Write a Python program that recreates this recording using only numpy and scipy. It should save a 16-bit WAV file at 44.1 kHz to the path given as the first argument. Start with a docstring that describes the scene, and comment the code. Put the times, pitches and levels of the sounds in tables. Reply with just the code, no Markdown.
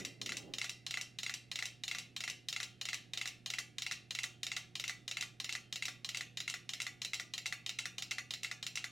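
"""Five small clockwork metronomes tick straight ahead of a stereo microphone in a small room.
They stand on a board that rests on two cans. Each escapement knocks its own plastic case about three
times a second; the pendulums drift against each other, so the ticks arrive in shifting clusters, direct
and off the table and walls. Behind them, leaning right, lie still air, a mains hum and a dull rumble
that dies away in the first second."""
import sys
import numpy as np
from scipy import signal
from scipy.fft import rfft, irfft, next_fast_len
from scipy.io import wavfile
from scipy.ndimage import uniform_filter1d

SR = 44100
rng = np.random.default_rng(int(sys.argv[2]) if len(sys.argv) > 2 else 0)


def dump(signal):
    """Clip the signal to [-1, 1] and save it as 16-bit WAV at the path in sys.argv[1]."""
    limited = np.clip(np.atleast_2d(signal).T, -1, 1)
    pcm = np.round(limited * 32767).astype(np.int16)
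    wavfile.write(sys.argv[1], SR, pcm)


N = 392931

# still air of the room: f/Hz, relative level/dB per Hz
AIR_SPECTRUM = [(20, -5), (50, -6.5), (80, -2.5), (120, -0.5), (160, 5), (220, -0.5), (330, -3.5),
                (500, -11), (750, -15), (1000, -27), (2000, -17), (5000, -28), (10000, -34.5), (16000, -50)]
# left-right likeness of air and rumble at the microphone: f/Hz, likeness/0-1
NOISE_LIKENESS = [(30, 0.3), (120, .85), (280, 0.62), (450, 0.64), (700, .4), (3000, 1), (12000, 1)]
# mains hum and the low tones beside it: f/Hz, level/dB
HUM_TONES = [(120, -63.5), (180, -78), (240, -77), (296, -80), (356, -78.5), (721, -84.5)]
# colour of the opening rumble: f/Hz, relative level/dB per Hz
RUMBLE_SPECTRUM = [(30, -24), (70, -10), (130, -6), (200, -1), (370, -5), (470, -9.5), (620, -10.5),
                   (850, -25), (1200, -28), (3000, -51)]
# its swells: start t/s, length t/s, level/dB
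SWELLS = [(-0.1, 0.11, -49.5), (0.19, 0.3, -56), (0.44, 0.06, -63)]
# late decay of the room: f/Hz, t60/s
ROOM_DECAY = [(500, 0.51), (1400, .32), (3000, 0.36), (7000, 0.23), (14000, 0.26)]
# stereo width of the echoes: f/Hz, side minus mid level/dB
ROOM_WIDTH = [(450, 2.5), (750, -5), (1250, -5.5), (2000, -10), (3300, -21), (5500, -27), (9000, -48),
              (15000, -23)]
# pendulums A to E; a limp makes the tick late and the tock early: first beat t/s, beat length t/s,
# drift swing t/s, furthest behind at t/s, mean limp t/s, limp swing t/s, most limp at t/s
PENDULUM_TIMING = [(0.2083, 0.32376, 0.0136, 4.06, 0.0, 0.001704, 1.403),
                   (0.263, 0.32269, 0.0134, 6.03, 0.0026, 0.0022, 6.4),
                   (0.291, 0.32667, 0.0234, 15.31, -0.0007, 0.001398, 0.7),
                   (0.0024, 0.32725, 0.0182, 13.22, -0.0002, 0.0014, 6.6),
                   (0.0536, 0.32211, 0.006, 11.34, 0.0022, 0.0027, 3.6)]
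# knocks that stand out as a sharp snap or a full clack: t/s, metronome, extra level/dB, extra treble/dB
ACCENTED_KNOCKS = [(2.486, "A", -3.5, 9), (3.587, "E", -1.5, 4), (4.240, "D", -2, 4.5), (4.430, "A", 0, 4),
                   (5.209, "E", 2, -2.5), (7.457, "C", 2, -5), (8.109, "E", 1.5, -3)]
# crack of the works, their many short modes taken together: f/Hz, relative level/dB of A, B, C, D, E
CRACK_SPECTRA = [(625, -25.5, -25, -30.5, -26, -36), (1110, -39, -32.5, -23, -29, -23.5),
                 (1840, -18, -18, -16, -8, -24), (2980, -13, -15, -11, -13.5, -16.5),
                 (4960, -14.5, -13, -16, -16, -14), (6850, -12.5, -16, -12, -15, -16),
                 (9130, -26, -25.5, -22.5, -23.5, -22.5), (11730, -31.5, -29, -30, -29, -28),
                 (15000, -33.5, -33.5, -36, -37, -33.5)]
# modes of each plastic case: f/Hz, t60/s, relative level/dB towards the microphone and into the room
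MODES_A = [(783, 0.059, -59.5, -61), (1070, 0.037, -55.5, -58), (1290, 0.024, -56.5, -56.5),
           (1658, 0.073, -58.5, -63), (1990, 0.018, -43.5, -41), (2425, 0.04, -44.5, -48),
           (2887, 0.018, -36, -44), (3182, 0.057, -42, -46), (3706, 0.024, -34, -40),
           (4093, 0.032, -37.5, -35), (4700, 0.048, -49.5, -51.3), (5300, 0.025, -43.5, -39),
           (6060, 0.028, -43.5, -61), (7060, 0.027, -50, -44), (8100, 0.017, -52, -52),
           (8600, 0.029, -62, -60), (8800, 0.026, -64, -52), (10200, 0.026, -52.5, -56)]
MODES_B = [(736, 0.057, -63, -62), (1390, 0.018, -47, -55), (1640, 0.029, -71, -74),
           (1985, 0.017, -40, -38), (2237, 0.037, -45, -51), (2720, 0.011, -33, -33.5),
           (3150, 0.031, -41.5, -49), (3690, 0.023, -31.5, -47), (4010, 0.011, -33, -30),
           (4070, 0.013, -44, -46), (4540, 0.02, -50, -59), (4890, 0.043, -45.5, -49),
           (5370, 0.011, -41, -39), (5820, 0.0057, -27, -34), (6800, 0.022, -41.5, -52),
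           (7250, 0.029, -58, -49), (7600, 0.028, -50.5, -47), (9620, 0.019, -57, -63)]
MODES_C = [(732, 0.027, -63, -50.5), (1400, 0.02, -41, -48), (1650, 0.042, -55, -64),
           (2111, 0.017, -25, -34), (2718, 0.018, -34, -33), (2835, 0.053, -45.5, -53),
           (3395, 0.011, -33, -44), (3946, 0.03, -36.5, -39.5), (4300, 0.013, -54, -40),
           (4500, 0.025, -59, -49), (4704, 0.027, -45.2, -39.5), (5330, 0.022, -51, -49),
           (5552, 0.018, -40, -38.5), (5630, 0.038, -47, -55), (6224, 0.0073, -42.7, -51),
           (6960, 0.01, -39, -45), (7270, 0.025, -57, -54), (8250, 0.02, -58, -56)]
MODES_D = [(738, 0.054, -52, -58.5), (1176, 0.034, -49.5, -48.5), (1435, 0.043, -42, -52),
           (1665, 0.048, -54, -51), (2010, 0.02, -27.5, -35), (2625, 0.0062, -30, -31),
           (3630, 0.0051, -25, -27.5), (4044, 0.044, -39, -53.5), (4346, 0.035, -44, -45.5),
           (4540, 0.015, -44, -41.5), (4930, 0.027, -67, -57), (5264, 0.022, -38.5, -50),
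           (5690, 0.016, -49, -40), (5900, 0.022, -44, -47), (6370, 0.018, -42.1, -46),
           (6830, 0.025, -53, -51), (6910, 0.031, -47, -47), (7259, 0.026, -65, -67)]
MODES_E = [(527, 0.005, -55, -40.5), (780, 0.031, -67, -61), (1370, 0.04, -62, -62),
           (2085, 0.009, -32, -31), (2734, 0.012, -30.5, -34.5), (3140, 0.016, -64, -39.5),
           (3460, 0.01, -34, -51), (3913, 0.017, -31, -35), (4600, 0.035, -64, -49.3),
           (5320, 0.019, -37.5, -37), (5590, 0.017, -51, -42.5), (6063, 0.01, -25.5, -34.5),
           (7000, 0.018, -42, -43.5), (7180, 0.024, -44.5, -47), (7600, 0.016, -55, -42),
           (8120, 0.015, -44.5, -47), (8960, 0.01, -49, -44), (10100, 0.021, -52.5, -55)]


def from_db(db):
    """Decibels to gain."""
    return 10 ** (np.asarray(db) / 20)


def at_hz(points, hz):
    """Read a table of f/Hz, value on a log-frequency axis."""
    points = np.array(points)
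    return np.interp(np.log(np.maximum(hz, 1)), np.log(points[:, 0]), points[:, 1])


def dying(t, t60):
    """Amplitude that falls 60 dB in t60."""
    return np.exp(-np.log(1000) * t / t60)


def coloured(x, spectrum):
    """Shape a sound by a table of f/Hz, level/dB."""
    length = x.shape[-1]
    size = next_fast_len(length)
    gain = from_db(at_hz(spectrum, np.fft.rfftfreq(size, 1 / SR)))
    return irfft(rfft(x, size) * gain, size)[..., :length]


def causal_filter(spectrum, size=512):
    """Minimum-phase impulse response for a table of f/Hz, level/dB: nothing sounds before the blow."""
    gain = from_db(at_hz(spectrum, np.fft.rfftfreq(size, 1 / SR)))
    cepstrum = irfft(np.log(gain))
    cepstrum[1:size // 2] *= 2
    cepstrum[size // 2 + 1:] = 0
    return irfft(np.exp(rfft(cepstrum)))


def highpass(x, hz, order=2):
    """Butterworth low cut."""
    return signal.sosfilt(signal.butter(order, hz, "high", fs=SR, output="sos"), x)


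def blend(steady, changing, share):
    """Mix two unrelated sounds at constant power."""
    return np.sqrt(1 - share) * steady + np.sqrt(share) * changing


def add(out, sound, at_s):
    """Mix in a stereo sound; it may overhang either end."""
    start = int(round(at_s * SR))
    first, last = max(start, 0), min(start + sound.shape[1], N)
    out[:, first:last] += sound[:, first - start:last - start]


def room_noise(spectrum):
    """Steady noise around the microphone, widest in the deep bass, nearly mono in the treble; rms 1."""
    mid, side = rng.standard_normal((2, N))
    likeness = [(hz, np.clip(alike, 0, .99)) for hz, alike in NOISE_LIKENESS]
    mid = coloured(mid, [(hz, 10 * np.log10(1 + alike)) for hz, alike in likeness])
    side = coloured(side, [(hz, 10 * np.log10(1 - alike)) for hz, alike in likeness])
    noise = coloured(mid + side * [[1], [-1]], spectrum)
    return noise / np.sqrt(np.mean(noise ** 2) + 1e-20)


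def mains_hum(waver_db=.5):
    """Steady low tones in the room, each wavering a little in level."""
    t, out = np.arange(N) / SR, 0
    for hz, level_db in HUM_TONES:
        waver = np.interp(t, np.linspace(0, t[-1], 40), rng.standard_normal(40))
        tone = np.sqrt(2) * np.sin(2 * np.pi * (hz * t + rng.random()))
        out = out + from_db(level_db + waver_db * waver) * tone
    return out


def rumble(attack_s=.03, t60=.55, tone_hz=810, tone_db=-69, tone_at_s=0.46, tone_width_s=0.15):
    """A dull rush that comes in swells and dies away, with a faint tone on its last crest."""
    t, envelope = np.arange(N) / SR, 0
    for start_s, length_s, level_db in SWELLS:
        rise = np.clip((t - start_s) / attack_s, 0, 1)
        fall = dying(np.maximum(t - start_s - length_s, 0), t60)
        envelope = envelope + from_db(level_db) * rise * fall
    crest = np.exp(-((t - tone_at_s) / tone_width_s) ** 2)
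    tone = from_db(tone_db) * crest * np.sin(2 * np.pi * tone_hz * t)
    return envelope * room_noise(RUMBLE_SPECTRUM) + tone


def scatter(envelope, passes=4):
    """Dense random echoes under an envelope, evened out so that they favour no pitch; energy 1."""
    x = rng.standard_normal(len(envelope))
    for _ in range(passes):
        spectrum = rfft(x * envelope)
        x = irfft(spectrum / (np.abs(spectrum) + 1e-12), len(x))
        local_power = np.abs(uniform_filter1d(x * x, size=64))
        x = x / np.sqrt(local_power + 1e-20)
    return x * envelope / np.linalg.norm(x * envelope)


def room_response(gap_s=0.002, build_s=0.00357, early_t60=0.092, late_share=0.2):
    """One path to the microphone: close echoes off table and wall, then a tail whose treble dies first."""
    t = np.arange(SR // 2) / SR
    onset = np.clip((t - gap_s) / build_s, 0, 1)
    tail = dying(t, at_hz(ROOM_DECAY, 3000))
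    echoes = scatter(onset * np.sqrt(dying(t, early_t60) ** 2 + late_share * tail ** 2))
    out = 0
    # peel off bands from the bass upwards and give each its own decay
    for (hz, t60), (next_hz, _) in zip(ROOM_DECAY, ROOM_DECAY[1:]):
        lowpass = signal.butter(2, np.sqrt(hz * next_hz), fs=SR, output="sos")
        band = signal.sosfiltfilt(lowpass, echoes)
        out = out + band * dying(t, t60) / tail
        echoes = echoes - band
    return out + echoes * dying(t, ROOM_DECAY[-1][1]) / tail


def stereo_room():
    """The room from the microphone's place: wide in the bass, narrow in the treble."""
    return room_response() + coloured(room_response(), ROOM_WIDTH) * [[1], [-1]]


def pendulum(which, treble_db, ahead_treble_db, drift_cycle_s=20, limp_cycle_s=11):
    """Knocks (t/s, level/dB, treble/dB) of a pendulum that lags and catches up on the rolling board."""
    timing = PENDULUM_TIMING["ABCDE".index(which)]
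    first_s, beat_s, drift_s, behind_at_s, mean_limp_s, limp_swing_s, limp_at_s = timing
    beat = np.arange(int((N / SR - first_s) / beat_s) + 1)
    even_s = first_s + beat_s * beat
    behind = np.cos(2 * np.pi * (even_s - behind_at_s) / drift_cycle_s)
    limp_s = mean_limp_s + limp_swing_s * np.cos(2 * np.pi * (even_s - limp_at_s) / limp_cycle_s)
    knock_s = even_s + drift_s * behind + limp_s * (-1) ** beat
    chance_db, chance_treble_db = (rng.standard_normal((len(beat), 2)) * [.3, .67]).T
    bright_db = chance_treble_db + treble_db - ahead_treble_db * behind
    knocks = np.column_stack([knock_s, chance_db, bright_db])
    for accent_s, name, extra_db, extra_treble_db in ACCENTED_KNOCKS:
        if name == which:
            knocks[np.argmin(np.abs(knock_s - accent_s)), 1:] += extra_db, extra_treble_db
    return knocks


def bounce(x, lap_s=.0007, keep=.62):
    """The blow runs to and fro between works and case, spreading the click without colouring it."""
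    loop = np.concatenate([[1], np.zeros(int(lap_s * SR) - 1), [-keep]])
    return signal.lfilter(loop[::-1], loop, x)


def metronome(which, case, rooms, knocks, direct_db, room_db, crack_db, crack_t60, pan_db,
              pallet_db=1.22, uneven_db=1.13, case_rise_s=0.00057, crack_rise_s=0.00066,
              crack_room_db=2.4, treble_hz=4500):
    """Two pallets knock the case in turn; its ring and the works' crack reach microphone and room."""
    t = np.arange(SR // 8) / SR
    hz, t60, front_db, around_db = np.transpose(case)
    polarity = (-1) ** np.arange(len(hz))[:, None]
    modes = polarity * np.sin(2 * np.pi * hz[:, None] * t) * dying(t, t60[:, None])
    modes *= 1 - np.exp(-t / case_rise_s)   # the blow takes a moment to spread into the case
    crack_colour = causal_filter(np.array(CRACK_SPECTRA)[:, [0, 1 + "ABCDE".index(which)]])
    burst = (1 - np.exp(-t / crack_rise_s)) * dying(t, crack_t60)
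    works, home_room = scatter(burst), stereo_room()
    touch_db = pallet_db * rng.standard_normal((2, len(hz)))   # each pallet meets the modes its own way
    direct_gain = from_db(direct_db + pan_db * np.array([[.5], [-.5]]))
    out = np.zeros((2, N))
    for beat, (knock_s, strength_db, treble_db) in enumerate(knocks):
        rattle = blend(works, scatter(burst), share=.3)   # no two blows rattle the works alike
        crack = signal.fftconvolve(rattle, crack_colour)[:len(t)]
        blow_db = touch_db[beat % 2] + uneven_db * rng.standard_normal(len(hz))
        direct = bounce(from_db(front_db + blow_db) @ modes) + from_db(crack_db) * crack
        around = from_db(around_db + blow_db) @ modes + from_db(crack_room_db) * crack
        # the board rolls to and fro, so the echoes shift from tick to tick
        room = blend(home_room, rooms[rng.integers(len(rooms))], share=.7)
        tick = from_db(room_db) * signal.fftconvolve(room, around[None], axes=1)
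        tick[:, :len(t)] += direct_gain * direct
        # a harder contact is brighter
        tick += (from_db(treble_db) - 1) * highpass(tick, treble_hz, order=1)
        add(out, from_db(strength_db) * tick, knock_s)
    return out


def scene(air_db=-65.5, left_db=-2.5, right_db=1.44, case_low_hz=380):
    """Five metronomes straight ahead of the microphone; the low background leans to the right."""
    rooms = [stereo_room() for _ in range(12)]
    ticking = (
        metronome("A", MODES_A, rooms, pendulum("A", treble_db=-0.5, ahead_treble_db=0.4),
                  direct_db=-0.7, room_db=-1.4, crack_db=1.7, crack_t60=0.0253, pan_db=0.5)
        + metronome("B", MODES_B, rooms, pendulum("B", treble_db=-0.4, ahead_treble_db=-0.3),
                    direct_db=-0.3, room_db=-0.7, crack_db=2.0, crack_t60=0.023, pan_db=-0.6)
        + metronome("C", MODES_C, rooms, pendulum("C", treble_db=-2.4, ahead_treble_db=0.9),
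                    direct_db=-0.4, room_db=-0.3, crack_db=0.3, crack_t60=0.017, pan_db=0.8)
        + metronome("D", MODES_D, rooms, pendulum("D", treble_db=-1.4, ahead_treble_db=0.3),
                    direct_db=-1.3, room_db=-0.9, crack_db=0.8, crack_t60=0.0198, pan_db=0.7)
        + metronome("E", MODES_E, rooms, pendulum("E", treble_db=-0.55, ahead_treble_db=-0.55),
                    direct_db=-0.5, room_db=-1.1, crack_db=2.5, crack_t60=0.0232, pan_db=0.8))
    ticking = highpass(ticking, case_low_hz)   # small cases radiate no bass
    background = from_db(air_db) * room_noise(AIR_SPECTRUM) + mains_hum() + rumble()
    return ticking + background * from_db([[left_db], [right_db]])


def record(dry):
    """The microphone signal is cut steeply above 16 kHz."""
    return signal.sosfilt(signal.ellip(10, .2, 80, 16000, fs=SR, output="sos"), dry)


dry = scene()
out = record(dry)
dump(out)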